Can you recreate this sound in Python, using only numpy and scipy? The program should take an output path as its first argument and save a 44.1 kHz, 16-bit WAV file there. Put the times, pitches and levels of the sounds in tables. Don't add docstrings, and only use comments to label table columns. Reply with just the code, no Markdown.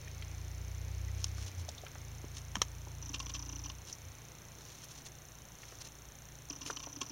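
import sys
import numpy as np
from scipy import signal
from scipy.fft import rfft, irfft, next_fast_len
from scipy.io import wavfile
from scipy.ndimage import uniform_filter1d

SR = 44100
rng = np.random.default_rng(int(sys.argv[2]) if len(sys.argv) > 2 else 0)


def master(y):
    cut = np.clip(np.atleast_2d(y).T, -1, 1)
    pcm = np.round(cut * 32767)
    wavfile.write(sys.argv[1], SR, pcm.astype(np.int16))


N = 313551

FRAME_HZ, FIRST_TICK_S = 29.97, 0.01425
# (time [s], drive [dB], rattle [dB], travel [s])
LONG_MOVES = [(3.1324, -42, -35, 0.016), (3.152, -41.5, -46.5, .008), (3.194, -39.5, -38.5, 0.01),
              (3.26, -40, -44, 0.006), (3.287, -51, -39, 0.016), (3.3382, -38.5, -37.5, 0.017),
              (3.638, -41, -51, 0.019), (3.693, -41.5, -40, 0.0056), (6.4995, -33, -61.5, 0.011),
              (6.61, -39, -44, 0.0095), (6.655, -42, -40, 0.007), (6.7, -42, -43.5, 0.012),
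              (6.7627, -38.5, -41, 0.0079), (6.795, -39, -43, 0.0065), (6.828, -43, -45, 0.014),
              (7.007, -42, -32, .012)]


def cracker_snaps():
    # (time [s], level [dB], body relative to crack [dB], decay [s])
    snaps = [(1.2426, -19.5, -30, 0.00099), (2.5545, -28, 0.5, 0.0017), (2.5662, -41.5, 5.5, 0.0022),
             (2.6164, -31.5, 5, 0.0011), (2.6173, -19, -4, 0.0022)]
    # (frequency [Hz], width [Hz], level [dB])
    crack_modes = [(3180, 730, -6.5), (3970, 690, -1), (5630, 530, 4.5), (6580, 540, 2), (8600, 900, -14),
                   (11400, 1600, -20.5), (14300, 2800, -27)]
    # (frequency [Hz], width [Hz], level [dB])
    body_modes = [(403, 470, -14.5), (1060, 230, 0.5), (1780, 410, -5.5), (2220, 490, -6.5),
                  (3120, 200, -3)]
    crack, body = np.zeros((2, N))
    for s, db, body_db, decay in snaps:
        shape = blow(decay, tail_db=-15.5, tail_s=4.3 * decay)
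        fractures = shape * rng.choice([-1, 1], len(shape))
        add(fractures, 0.0004, np.array([3.5]))
        add(crack, s, from_db(db) * fractures)
        add(body, s, from_db(db + body_db) * fractures)
    return ring(crack, crack_modes) + ring(body, body_modes)


def bumps_and_ticks():
    # (time [s], level [dB], pitch [Hz], width [Hz])
    knocks = [(0.075, -47, 2140, 1100), (.223, -43, 2100, 2600), (1.083, -49.5, 1940, 400),
              (1.382, -50, 1380, 1000), (1.685, -40.5, 609, 303), (1.689, -38, 4530, 4000),
              (1.78, -45, 3700, 750), (1.835, -44, 590, 280), (1.865, -43.5, 1600, 2180),
              (1.954, -47, 643, 1270), (2.2414, -41, 225, 393), (2.565, -36.5, 150, 131),
              (2.871, -46, 210, 500), (3.927, -36, 5830, 1180), (4.843, -50.5, 9000, 9000),
              (5.632, -48.5, 1700, 1400), (5.723, -47.5, 400, 1100), (6.699, -39, 400, 500),
              (6.7007, -34, 1090, 600), (6.871, -43, 686, 533), (7.015, -41, 286, 160)]
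    out, shape = np.zeros(N), blow(decay_s=0.0038, tail_db=-13, tail_s=0.011)
    for s, db, hz, width in knocks:
        burst = shape * rng.standard_normal(len(shape))
        sound = resonate(resonate(burst, hz, width), hz, width)
        add(out, s, from_db(db) * rms_one(sound) * np.sqrt(np.mean(shape ** 2)))
    return out


def bedding():
    # (time [s], level [dB], length [s])
    shuffles = [(1.15, -53.5, 0.17), (1.35, -51.5, .12), (1.46, -45.5, 0.04), (1.57, -54.5, .063),
                (2.33, -51.5, 0.081), (3.855, -49, 0.072), (4.53, -57, 0.37), (4.828, -51.5, 0.028),
                (4.88, -52.5, 0.071), (4.945, -53, .076), (5.045, -49, 0.038), (5.54, -57.5, 0.3),
                (5.797, -52, 0.035), (5.838, -47.5, 0.045), (6.645, -45.5, 0.083)]
    # (frequency [Hz], level [dB])
    pellet_colour = [(300, -3.5), (1200, -5.5), (2200, -7), (3200, -1), (4500, -0.5), (6000, 5.5),
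                     (7000, -1), (7700, -8), (9000, -8), (12000, -16.5), (16000, -41)]
    clumps_db = 3.2 * rms_one(uniform_filter1d(rng.standard_normal(N), size=220))
    friction = grit(per_s=2600, spread_db=3.0) + 0.29 * rng.standard_normal(N)
    rubbing = from_db(np.minimum(clumps_db, 6)) * friction
    return swells(shuffles) * coloured(rubbing, pellet_colour)


def frames():
    return np.arange(FIRST_TICK_S, N / SR, 1 / FRAME_HZ)


def frame_ticks():
    out, tick = np.zeros(N), from_db(-44.5) * pip(hz=6135, length_s=0.00178, taper=0.34)
    for s in frames():
        add(out, s, tick)
    return out + from_db(4.0) * resonate(out, hz=7200, width_hz=270)


def focus_steps():
    # (start [s], end [s], drive [dB])
    runs = [(3.01, 3.71, -39.5), (6.48, 7.11, -40)]
    lag_s, jitter_s, spread_db = 0.0076, 0.00065, 1.1
    moves = [(s, db) for s, db, _, _ in LONG_MOVES]
    due = frames() + lag_s
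    plain = []
    for s, (late, strong) in zip(due, rng.standard_normal((len(due), 2))):
        free = all(abs(s - move) > 0.5 / FRAME_HZ for move, _ in moves)
        for start, end, db in runs:
            if free and start < s < end:
                plain.append((s + jitter_s * late, db + spread_db * strong))
    return moves + plain


def focus_motor():
    # (frequency [Hz], width [Hz], level [dB])
    barrel_modes = [(282, 35, 4), (1080, 55, 7), (1790, 430, -10), (2383, 116, 1), (2782, 110, 7),
                    (3040, 84, 6.5), (3290, 160, 3), (3620, 180, 3.5), (4180, 150, -6), (4660, 110, 2.5),
                    (5280, 450, 1), (6100, 240, 3.5), (6920, 260, -1.5), (8300, 100, -12.5)]
    drive_hz, brake_hz, sway_hz, rasp_hz, rasp_width_hz = 5964, 5600, 287, 3680, 3000
    step_s, rattle_lag_s = 0.0035, 0.0038
    whine, knocks, hold, sway = np.zeros((4, N))
    t = clock(0.042)
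    swing = np.sin(2 * np.pi * sway_hz * t) * np.exp(-t / 0.012) * (1 - np.exp(-t / 0.002))
    steps = focus_steps()
    for (s, db), (detune, brake, push) in zip(steps, rng.standard_normal((len(steps), 3))):
        length = step_s * np.exp(0.14 * push)
        end = s + length
        drive_pulse = pip(drive_hz * (1 + 0.0032 * detune), length, taper=0.34)
        brake_pulse = pip(brake_hz * (1 + 0.043 * detune), 0.0013, taper=0.82)
        add(whine, s, from_db(db) * drive_pulse)
        add(whine, end + 0.001, from_db(db + 2.0 + 0.47 * brake) * brake_pulse)
        add(knocks, end + 0.00178, from_db(db - 7.5) * blow(0.0029, tail_db=-30, tail_s=0.0076))
        add(hold, s, from_db(db - 10.5) * blow(0.012, tail_db=-28, tail_s=0.02))
        reach = (length / step_s) ** 3.6
        add(sway, end + 0.0017, from_db(db - 9.0) * swing * reach)
    rattles = [(s + rattle_lag_s, db, travel) for s, _, db, travel in LONG_MOVES]
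    for s, db, travel in rattles:
        add(knocks, s + travel, from_db(db - 24) * blow(0.011, tail_db=-2, tail_s=0.023))
    contacts = grit(per_s=5000, spread_db=2.0) * (knocks + swells(rattles))
    rasp = resonate(resonate(contacts, rasp_hz, rasp_width_hz), rasp_hz, rasp_width_hz)
    rattle = ring(contacts, barrel_modes) + from_db(-2.5) * rasp
    sizzle = hold * ring(rng.standard_normal(N), [(990, 190, -0.5), (5930, 46, 11.0)])
    return whine + rattle + sway + sizzle


def far_engine():
    # (time [s], speed [turns/s])
    speed_curve = [(0.0, 28.1), (0.75, 30.3), (1.45, 32.2), (1.56, 29.8), (1.74, 25.2), (1.9, 28.8),
                   (2.06, 27.6), (3.81, 30.0), (3.93, 29.0), (4.1, 26.0), (4.25, 29.1), (5.3, 28.5)]
    # (time [s], level [dB])
    load_curve = [(0.0, -48), (0.08, -44.5), (1.15, -40.5), (1.44, -43), (1.52, -51), (1.6, -43),
                  (1.68, -51), (1.88, -52.5), (2.0, -46), (3.66, -46.5), (3.96, -57.5), (4.1, -46),
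                  (4.14, -58), (6.3, -62), (6.36, -57.5), (7.11, -61)]
    # (order, level at middling load [dB], rise with loudness [dB/dB], change when coasting [dB])
    orders = [(1, -77, .6, -5), (2, -51, 0.93, -11), (3, -52, 1.54, 6.5), (4, -54, 0.72, -2.5),
              (5, -59.5, 0.4, -2.5), (6, -70, 0.1, -5)]
    # (frequency [Hz], gain [dB])
    walls = [(30, 0), (51, -7), (58, 0), (66, 5), (83, -1.5), (95, 0), (112, 0.5), (128, -3.5), (140, 3.5),
             (160, -11.5), (190, 3)]
    middling_db, coast_turns_per_s2 = -47, 20
    speed, = in_time(speed_curve)
    loudness_db, = in_time(load_curve)
    shaft_angle = 2 * np.pi * np.cumsum(speed) / SR
    slowing = uniform_filter1d(-np.gradient(speed) * SR, size=SR // 20)
    coasting = np.clip(slowing / coast_turns_per_s2, 0, 1)
    wall_hz, wall_db = np.transpose(walls)
    lags_rad = 0.84 * rng.standard_normal(len(orders))
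    out = np.zeros(N)
    for (order, db, follows, coast_db), lag in zip(orders, lags_rad):
        source_db = db + follows * (loudness_db - middling_db) + coast_db * coasting
        fading_db = 1.2 * waver(every_s=0.21)
        path_db = np.interp(order * speed, wall_hz, wall_db) + fading_db
        out += from_db(source_db + path_db) * np.cos(order * shaft_angle - lag)
    return np.sqrt(2) * out


def background():
    # (frequency [Hz], level [dB])
    room_colour = [(20, 2), (38, -8), (50, 8), (70, 9.5), (130, 5), (200, 1.5), (400, -2.5), (800, -3.5),
                   (1600, -7), (3000, -9.5), (4300, -10.5), (5000, -28), (8000, -17), (16000, -24.5)]
    # (frequency [Hz], level [dB])
    hiss_colour = [(3000, -38), (5000, -11.5), (5500, -1.5), (5900, -7), (6400, -0.5), (6750, -12.5),
                   (7150, -3), (7600, -44), (8400, -16), (15500, -11)]
    # (time [s], level [dB])
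    rush_curve = [(0, -59), (.7, -60), (1.5, -58.5), (1.9, -61), (3.6, -67.5), (4.2, -63.5), (7.11, -95)]
    # (frequency [Hz], level [dB])
    rush_colour = [(100, 0.5), (450, 2), (900, -8.5), (1600, -8), (2250, 0.5), (3000, -10), (5500, -4),
                   (8000, -25), (16000, -45)]
    rush_db, = in_time(rush_curve)
    hum = from_db(-75) * np.sin(2 * np.pi * 48 * np.arange(N) / SR)
    room = from_db(-57) * noise(room_colour)
    hiss = from_db(-62) * noise(hiss_colour)
    return hum + room + hiss + from_db(rush_db) * noise(rush_colour)


def from_db(db):
    return 10 ** (np.asarray(db) / 20)


def rms_one(x):
    return x / np.sqrt(np.mean(x ** 2) + 1e-20)


def in_time(rows):
    s, *columns = np.transpose(rows)
    return [np.interp(np.arange(N) / SR, s, c) for c in columns]


def clock(length_s):
    return np.arange(max(int(length_s * SR), 8)) / SR


def add(track, s, sound):
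    at = int(np.clip(s * SR, 0, N - 1))
    track[at:at + len(sound)] += sound[:N - at]


def coloured(x, points):
    hz, db = np.transpose(points)
    size = next_fast_len(len(x))
    bins = np.maximum(np.fft.rfftfreq(size, 1 / SR), 1)
    gain = from_db(np.interp(np.log(bins), np.log(hz), db))
    return rms_one(irfft(rfft(x, size) * gain, size)[:len(x)])


def noise(points):
    return coloured(rng.standard_normal(N), points)


def resonate(x, hz, width_hz):
    r = np.exp(-np.pi * width_hz / SR)
    feedback = [1, -2 * r * np.cos(2 * np.pi * hz / SR), r * r]
    return signal.lfilter(np.array([1, 0, -1]) * (1 - r * r) / 2, feedback, x + 1e-18)


def ring(x, modes):
    power = sum(from_db(2 * db) * np.pi * width / SR for hz, width, db in modes)
    ringing = sum((-1) ** k * from_db(db) * resonate(x, hz, width)
                  for k, (hz, width, db) in enumerate(modes))
    return ringing / np.sqrt(power)


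def swells(rows):
    out = np.zeros(N)
    for s, db, length in rows:
        add(out, s, from_db(db) * np.sin(np.linspace(0, np.pi, len(clock(length)))))
    return out


def blow(decay_s, tail_db, tail_s):
    t = clock(0.15)
    return (1 - np.exp(-t / 0.0001)) * (np.exp(-t / decay_s) + from_db(tail_db) * np.exp(-t / tail_s))


def pip(hz, length_s, taper):
    t = clock(length_s)
    return np.sin(2 * np.pi * hz * t) * signal.windows.tukey(len(t), taper)


def grit(per_s, spread_db):
    sizes = from_db(spread_db * np.minimum(rng.exponential(1, N), 4))
    return rms_one((rng.random(N) < per_s / SR) * rng.choice([-1, 1], N) * sizes)


def waver(every_s):
    return np.interp(np.arange(N) / SR / every_s, np.arange(256), rng.standard_normal(256))


def scene():
    close = cracker_snaps() + bumps_and_ticks() + bedding() + frame_ticks() + focus_motor()
    return (close + far_engine() + background())[None]


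def record(dry):
    # (frequency [Hz], width [Hz])
    notches = [(4830, 260), (7920, 440), (9650, 24)]
    cutoff_hz = 15800
    for hz, width_hz in notches:
        dry = signal.lfilter(*signal.iirnotch(hz, hz / width_hz, fs=SR), dry)
    return signal.sosfilt(signal.ellip(10, 0.1, 70, cutoff_hz, fs=SR, output="sos"), dry)


dry = scene()
out = record(dry)
master(out)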